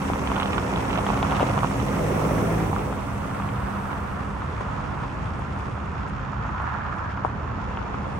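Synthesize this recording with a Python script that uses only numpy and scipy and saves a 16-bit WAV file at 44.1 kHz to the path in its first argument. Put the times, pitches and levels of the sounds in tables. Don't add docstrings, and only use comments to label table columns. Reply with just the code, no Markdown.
import sys
import numpy as np
from scipy import signal
from scipy.io import wavfile
from scipy.ndimage import map_coordinates

SR = 44100
rng = np.random.default_rng(int(sys.argv[2]) if len(sys.argv) > 2 else 0)


def persist_wave(psi):
    counts = np.round(np.clip(psi, -1, 1) * 32767).astype(np.int16)
    wavfile.write(sys.argv[1], SR, np.atleast_2d(counts).T)


N = 361179
NEAR_M = 2

# time_s, firing_hz
FIRING_RATE = [(0, 56), (.65, 57.5), (1.4, 53.5), (2.25, 53.2), (2.45, 55.4), (2.6, 54.4), (2.75, 51),
               (3.1, 41), (3.6, 30.5), (6.9, 31), (7.3, 39), (8.19, 38)]
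# time_s, distance_m, screen_db
CAR_PATH = [(0, 1.96, 2.5), (.8, 1.85, 4), (1.7, 1.81, 1.5), (2.5, 2.28, -1), (3.0, 3.2, -1),
            (3.9, 5, -5.5), (4.6, 4.5, 13), (5.7, 5.2, 13), (6.3, 6, 41), (7.1, 8.3, 54), (7.8, 5.5, 40),
            (8.19, 6.1, 11)]
# time_s, left_delay_ms, bed_db
TYRE_PLACE = [(0, .15, -1), (1.6, .15, -1), (2.1, .13, 4), (3, .09, 4), (4.5, 0, 3.5), (6.7, -.02, 2.5),
              (8.19, -.04, 3.5)]


def engine(roughness=.18, wobble=.004, exhaust_cutoff_hz=44):
    # firing_multiple, relative_db
    orders = [(1, -4), (2, -2.5), (3, -1.5), (4, -19), (5, -16), (6, -11), (7, -13)]
    # time_s, level_db
    note_levels = [(0, -41), (.45, -41), (.65, -34.5), (1.05, -34.5), (1.3, -38.5), (1.7, -36), (2.15, -35),
                   (2.32, -28.5), (2.62, -29), (2.78, -39), (3.5, -44), (6.3, -45), (6.6, -41), (7, -45),
                   (7.4, -37.5), (8.19, -41)]
    firing_hz, = in_time(FIRING_RATE)
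    level_db, = in_time(note_levels)
    phase = turning(firing_hz * (1 + wobble * drift(6.6)))
    tone = 0
    for multiple, relative_db in orders:
        amplitude = from_db(relative_db) * (1 + roughness * drift(16))
        tone += amplitude * np.sin(multiple * phase + rng.uniform(0, 2 * np.pi))
    note = np.sqrt(2) * tone * from_db(level_db)
    return panned(butter(note, exhaust_cutoff_hz, "high", order=4), -.7)


def engine_noise(near_tilt=.061, throb=.33):
    # frequency_hz, density_db
    rumble_spectrum = [(28, -37), (40, -14), (54, 1.5), (80, 1), (115, -3.5), (165, -5.5), (230, -9),
                       (330, -18.5), (450, -36)]
    roar_spectrum = [(120, -5), (160, -1), (230, -4.5), (330, -1), (420, -1.5), (530, -2), (700, -7.5),
                     (950, -5.5), (1400, -15.5), (2200, -19.5)]
    hiss_spectrum = [(3300, 8), (4800, 11), (6300, 16), (8000, 20), (10000, 16), (13000, 2)]
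    air_spectrum = [(9000, 0), (12800, 0), (16500, -2)]
    rumble_db = received_db(near_db=-32, doubling_db=.64)
    roar_db = received_db(near_db=-33.5, doubling_db=5.5, throttle_db=8, screened=.023)
    hiss_db = received_db(near_db=-53.5, doubling_db=9.5, throttle_db=1, screened=.44)
    air_db = received_db(near_db=-59.5, doubling_db=8, throttle_db=7.5, screened=.95)
    tilt = near_tilt * (roar_db - roar_db.mean())
    rumble = from_db(rumble_db) * coloured(turbulence(), rumble_spectrum, flicker_db=1, tilt=tilt)
    firing_hz, = in_time(FIRING_RATE)
    growl = 1 + throb * throttle() * np.cos(turning(firing_hz))
    roar = from_db(roar_db) * coloured(turbulence() * growl, roar_spectrum, flicker_db=2.5)
    hiss = from_db(hiss_db) * coloured(turbulence(), hiss_spectrum, flicker_db=1.5)
    air = from_db(air_db) * coloured(turbulence(), air_spectrum, flicker_db=.4)
    return butter(rumble, 29.6, "high", order=4) + roar + hiss + air


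def gravel(clump_db=3, grit_follows=.35):
    # frequency_hz, density_db
    crunch_spectrum = [(400, -15), (630, -6.5), (800, -2), (1000, -0.5), (1260, -1.5), (1600, -8.5),
                       (2100, -27)]
    grit_spectrum = [(1500, -13), (2000, -0.5), (2550, -2), (3200, -8), (4050, -15.5), (6000, -16.5),
                     (9000, -33.5)]
    # time_s, level_db
    crunch_levels = [(0.0, -34), (1.0, -31.5), (1.28, -30), (1.41, -28.5), (1.52, -30.5), (1.8, -36),
                     (2.5, -35), (3.1, -36), (3.5, -35), (3.95, -34), (4.25, -37), (4.6, -35.5),
                     (5.05, -36.5), (5.3, -37.5), (6.15, -37.5), (6.75, -33.5), (7.2, -35.5), (7.35, -38),
                     (7.9, -36.5), (8.19, -35.5)]
    # time_s, tilt_db_per_octave
    fineness = [(0, -3), (1.4, -5), (2.6, -6.5), (3.6, -0.5), (6, -0.5), (6.7, 4), (7.1, 2), (7.5, 1),
                (8.19, -3)]
    crunch_db, = in_time(crunch_levels)
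    grit_db = received_db(near_db=-45, doubling_db=4, throttle_db=1)
    grit_db += grit_follows * (crunch_db - crunch_db.mean())
    tilt, = in_time(fineness)
    _, bed_db = in_time(TYRE_PLACE)
    clumps = from_db(clump_db * drift(12))
    coarse = grains(per_s=900 * clumps, spread_db=2.4, bed_db=bed_db)
    fine = grains(per_s=600 * clumps, spread_db=1.8, bed_db=bed_db)
    crunch = coloured(coarse, crunch_spectrum, flicker_db=.6, tilt=tilt)
    grit = coloured(fine, grit_spectrum, flicker_db=.6)
    return from_db(crunch_db) * crunch + from_db(grit_db) * grit


def stone_pops(muffle_hz=1480, scatter_t60_s=.05, splinter_t60_s=.016, rms_window_s=.0017):
    # start_s, pop_db, pitch_hz, crack_db, pan_db
    stones = [(0.0187, -25, 1000, -37, -3), (0.1003, -20, 790, -39, 6), (0.1341, -20.5, 1080, -36, 2),
              (0.2733, -32, 1000, -26, -6), (0.301, -22, 1070, -37, -3), (0.3171, -17.5, 990, -37, 2),
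              (0.3583, -28, 1100, -31, -3), (0.3637, -21, 950, -29, -4), (0.3783, -21.5, 870, -35, -1),
              (0.3992, -20, 1000, -25, -4), (0.4124, -30, 1000, -30, -3), (0.4222, -21, 1150, -33, -2),
              (0.43, -27, 970, -24, -7), (0.458, -28, 1000, -28.5, -5), (0.4792, -32, 1100, -33, -3),
              (0.5323, -25, 970, -26, -7), (0.5445, -29, 1100, -32, -4), (0.5802, -16, 1100, -26, -6),
              (0.737, -26, 950, -32, -9), (0.76, -24, 950, -28.5, -6), (0.7762, -26, 1050, -31, -5),
              (0.9027, -31, 1000, -32, -4), (0.909, -31, 1100, -31, -5), (0.9292, -31, 1000, -30, -5),
              (0.9372, -34, 1000, -32, -5), (0.956, -28, 1100, -30, -5), (0.9753, -22, 780, -26.5, -5),
              (0.9853, -19.5, 800, -30, -7), (0.9897, -22, 850, -36, -5), (1.065, -22.5, 1010, -28.5, -1),
              (1.0892, -18.5, 960, -33, -8), (1.102, -15, 900, -31, -7), (1.1325, -22.5, 850, -38, -3),
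              (1.175, -23, 780, -35, -1), (1.2277, -17.5, 860, -26, 1), (1.3095, -29, 950, -33, 0),
              (1.3216, -18, 900, -31, 1), (1.3478, -26, 900, -34, -2), (1.3574, -28, 950, -33, 0),
              (1.3677, -28, 1020, -32, -1), (1.3968, -17, 1100, -32, 1), (1.4052, -17.5, 750, -36, 1),
              (1.4105, -18, 800, -31, 1), (1.417, -28, 1000, -32, 1), (1.4235, -27, 900, -34, 2),
              (1.4287, -16.5, 640, -32, 5), (1.4885, -25, 800, -41, -2), (1.5, -24.5, 760, -42, -2),
              (1.5772, -15.5, 1000, -34, -5), (1.5898, -36, 720, -31, 1), (1.6319, -14.5, 1020, -38, -6),
              (1.6453, -16, 930, -38, -7), (1.6705, -32, 1000, -34, -4), (1.7112, -23.5, 1000, -41, -4),
              (1.7995, -27, 1000, -34, -7), (1.8835, -32, 1000, -33.5, -4), (1.9343, -24, 950, -44, -5),
              (2.7297, -18.5, 870, -43, -5), (2.7627, -19, 1120, -41, -4), (2.792, -28, 1100, -36, -3),
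              (2.9257, -22, 950, -43, 2), (3.3997, -24, 1000, -48, 2), (3.4217, -33, 1100, -38, 0),
              (3.489, -33, 960, -37, 0), (3.9295, -24.5, 1000, -39, -8), (4.4192, -29, 1320, -42, 2),
              (4.5807, -33, 1000, -41, 3), (4.6094, -25.5, 820, -45, 8), (5.0335, -27, 1100, -41, 0),
              (5.419, -36, 1000, -41, 2), (5.5962, -32, 950, -41, 2), (6.582, -30.5, 1100, -40, -2),
              (6.6008, -22, 1000, -40, -2), (6.6406, -26, 1010, -48, -5), (7.174, -26.5, 1150, -42, 0),
              (7.2484, -13, 890, -47, 7), (7.2547, -22.5, 820, -52, 4), (7.7725, -23.5, 1100, -36, 1),
              (7.8157, -27.5, 940, -54, 10), (7.9427, -24.5, 1080, -42, 4)]
    t = np.arange(SR // 10) / SR
    click, out = 1. * (t == 0), np.zeros((2, N + len(t)))
    distance_m, _ = in_time(CAR_PATH)
    scatter_decay = (t > .002) * from_db(-26 - 60 * t / scatter_t60_s)
    splinter_decay = from_db(-15 - 60 * t / splinter_t60_s)
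    for start_s, pop_db, pitch_hz, crack_db, pan_db in stones:
        start = int(start_s * SR)
        width = rng.uniform(1.28, 1.5)
        top_hz = 4100 * 2 ** (-.1 * (distance_m[start] - NEAR_M))
        thud_db = pop_db - 10 - 18 * np.log2(pitch_hz / 950)
        scatter = scatter_decay * rng.standard_normal((2, len(t)))
        splinters = splinter_decay * rng.standard_normal(len(t))
        paths = np.vstack([click, click + scatter])
        crack = butter(butter(paths + splinters, [1850, 3450], "band"), top_hz, "low", order=6)
        ring = butter(paths, [pitch_hz / width, pitch_hz * width], "band")
        pop = butter(ring, muffle_hz, "low", order=6)
        thud = butter(paths, [250, 620], "band")
        sound = 0
        for part, level_db in (crack, crack_db), (pop, pop_db), (thud, thud_db):
            direct_rms = np.sqrt(np.sum(part[0] ** 2) / (rms_window_s * SR))
            sound += from_db(level_db) * part[1:] / direct_rms
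        left_lag_ms = np.clip(-.034 * pan_db, -.17, .17)
        arrivals = start + int(left_lag_ms * SR / 1000), start
        for channel, arrival, wave in zip(out, arrivals, panned(sound, pan_db)):
            channel[arrival:arrival + len(t)] += wave
    return out[:, :N]


def fans(slow_hz=200.7, fast_hz=272.4, roughness=.32, wobble=.004):
    # time_s, level_db
    slow_levels = [(0, -34.5), (1.1, -34.5), (1.9, -31.5), (2.9, -39.5), (3.6, -35), (4.4, -43), (5.2, -46),
                   (6, -42), (6.9, -47.5), (7.7, -42.5), (8.19, -43.5)]
    speed = fan_speed()
    slow_db, = in_time(slow_levels)
    fast_db = received_db(near_db=-38, doubling_db=8, screened=.087)
    hum = 0
    for blade_hz, level_db in (slow_hz, slow_db), (fast_hz, fast_db):
        amplitude = from_db(level_db) * (1 + roughness * drift(12.6))
        hum += amplitude * np.sin(turning(blade_hz * speed * (1 + wobble * drift(6))))
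    return panned(np.sqrt(2) * hum, -.99)


def boom():
    # time_s, level_db
    boom_levels = [(0, -40), (.45, -50), (.65, -42.5), (1.6, -29.5), (2.3, -36.5), (3, -41), (3.5, -33),
                   (3.9, -43), (4.3, -50), (4.5, -36.5), (5.1, -37.5), (5.7, -39), (6.4, -33.5), (6.8, -44),
                   (8.19, -45)]
    level_db, = in_time(boom_levels)
    return panned(resonance(centre_hz=123.3, width_hz=53) * from_db(level_db), -1.3)


def intake_drone():
    level_db = received_db(near_db=-49, doubling_db=11, throttle_db=11)
    return panned(resonance(centre_hz=505, width_hz=45) * from_db(level_db), -1.5)


def transmission(roughness=.3, wobble=.006):
    # time_s, mesh_hz, level_db
    whine = [(1.9, 490, -65), (2.25, 590, -46), (2.42, 630, -38.5), (2.52, 680, -36.5), (2.6, 742, -38),
             (2.85, 850, -45), (3.1, 900, -70)]
    mesh_hz, level_db = in_time(whine)
    phase = turning(mesh_hz * (1 + wobble * drift(27)))
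    tone = np.sin(phase) * (1 + roughness * drift(26))
    return panned(np.sqrt(2) * tone * from_db(level_db), -1.5)


def whistles(screened=.45, wobble=.004):
    # pitch_hz, width_hz, near_db, throttle_db, doubling_db, pan_db
    gaps = [(5850, 420, -57.5, 4, 14, -15), (7300, 260, -65, 1, 10, -5), (8200, 200, -68, 10, 3, 0),
            (8950, 300, -65.5, 5, 6, 1)]
    out, speed = 0, fan_speed()
    for pitch_hz, width_hz, near_db, throttle_db, doubling_db, pan_db in gaps:
        slow_noise = butter(turbulence(), width_hz / 2, "low", order=1)
        cos_part, sin_part = butter(slow_noise, 2 * width_hz, "low")
        phase = turning(pitch_hz * speed * (1 + wobble * drift(3)))
        ring = rms_one(panned(cos_part * np.cos(phase) + sin_part * np.sin(phase), pan_db))
        out += ring * from_db(received_db(near_db, doubling_db, throttle_db, screened))
    return out


def chips(t60_s=.15):
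    # start_s, level_db
    flicks = [(3.259, -48), (4.606, -50), (5.389, -53), (5.587, -52), (6.081, -52), (6.617, -55),
              (6.959, -57), (7.253, -54)]
    t = np.arange(SR // 10) / SR
    out = np.zeros((2, N + len(t)))
    for start_s, level_db in flicks:
        start = int(start_s * SR)
        decay = from_db(level_db - 60 * t / t60_s)
        out[:, start:start + len(t)] += decay * rng.standard_normal((2, len(t)))
    return butter(out[:, :N], [5000, 10000], "band", order=4)


def throttle(press_s=.41, release_s=.49):
    # start_s, hold_s, depth_share
    presses = [(1.75, 0.36, 0.82), (6.95, 1, 0.42)]
    t = np.arange(N) / SR
    return sum(np.interp(t, start_s + np.cumsum([0, press_s, hold_s, release_s]), [0, depth, depth, 0])
               for start_s, hold_s, depth in presses)


def fan_speed(sag_at_s=.68, half_width_s=.24, sag_share=.028):
    return 1 - sag_share * np.exp(-((np.arange(N) / SR - sag_at_s) / half_width_s) ** 2)


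def received_db(near_db, doubling_db, throttle_db=0, screened=0):
    distance_m, screen_db = in_time(CAR_PATH)
    doublings = np.log2(distance_m / NEAR_M)
    return near_db - doubling_db * doublings + throttle_db * throttle() - screened * screen_db


def from_bearing(x):
    delay_ms, _ = in_time(TYRE_PLACE)
    left = map_coordinates(x[0], [np.arange(N) - delay_ms * SR / 1000], order=3, mode="nearest")
    return np.array([left, x[1]])


def grains(per_s, spread_db, bed_db):
    impacts = rng.random(N) < per_s / SR
    sizes = rms_one(impacts * from_db(spread_db * np.minimum(rng.exponential(1, N), 4)))
    bed = from_db(bed_db)
    return (sizes + bed) / np.hypot(1, bed) * turbulence()


def turbulence():
    return rng.standard_normal((2, 2, N))


def resonance(centre_hz, width_hz):
    edges_hz = [centre_hz - width_hz / 2, centre_hz + width_hz / 2]
    return rms_one(butter(rng.standard_normal(N), edges_hz, "band"))


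def coloured(source, spectrum, flicker_db, tilt=0):
    # frequency_hz, correlation, pan_db
    stereo_image = [(50, 1, 0), (140, 0.79, -2), (260, 0.55, -2), (452, 0.45, -1), (810, 0, -2),
                    (1220, 0.64, -4), (1540, 0, -2), (2420, 0.28, 0.5), (4200, 0, -7), (6340, 1, -10),
                    (9200, 0.011, 3), (14000, 0, -2)]
    low_hz, high_hz = spectrum[0][0], spectrum[-1][0]
    centres_hz = 25 * 2 ** (np.arange(29) / 3)
    out = np.zeros((2, N))
    for k, hz in enumerate(centres_hz):
        if low_hz <= hz <= high_hz:
            mid, side = butter(source[k % 2], hz * 2 ** (np.array([-1, 1]) / 6), "band")
            correlation, pan_db = at_hz(stereo_image, hz)
            band = np.sqrt(1 + correlation) * mid + np.sqrt(1 - correlation) * np.array([side, -side])
            octaves = np.log2(hz / np.sqrt(low_hz * high_hz))
            level_db = at_hz(spectrum, hz)[0] + tilt * octaves + flicker_db * drift(24.6)
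            out += panned(band, pan_db) * from_db(level_db)
    return rms_one(out)


def drift(corner_hz):
    step, settle = 40, 2000
    pole = np.exp(-2 * np.pi * corner_hz * step / SR)
    noise = rng.standard_normal(N // step + settle + 2)
    slow = signal.lfilter([1], [1, -2 * pole, pole * pole], noise)[settle:]
    return np.interp(np.arange(N) / step, np.arange(len(slow)), rms_one(slow))


def turning(hz):
    return 2 * np.pi * np.cumsum(hz) / SR


def panned(x, pan_db):
    gains = from_db(np.array([[pan_db], [-pan_db]]) / 2)
    return x * gains / gains.mean()


def butter(x, edges_hz, kind, order=2):
    sections = signal.butter(order, np.clip(edges_hz, 10, .45 * SR), kind, fs=SR, output="sos")
    return signal.sosfilt(sections, x)


def in_time(rows):
    times_s, *columns = np.transpose(rows)
    return [np.interp(np.arange(N) / SR, times_s, column) for column in columns]


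def at_hz(rows, hz):
    frequencies_hz, *columns = np.transpose(rows)
    return [np.interp(np.log(hz), np.log(frequencies_hz), column) for column in columns]


def from_db(db):
    return 10 ** (np.asarray(db) / 20)


def rms_one(x):
    return x / np.sqrt(np.mean(np.atleast_2d(x).mean(axis=0) ** 2) + 1e-20)


def scene():
    car = engine() + fans() + transmission() + engine_noise() + boom() + intake_drone() + whistles()
    return car + from_bearing(gravel()) + stone_pops() + chips()


def record(dry):
    cutoff_hz = 15900
    return signal.sosfilt(signal.ellip(10, .1, 80, cutoff_hz, fs=SR, output="sos"), dry)


dry = scene()
out = record(dry)
persist_wave(out)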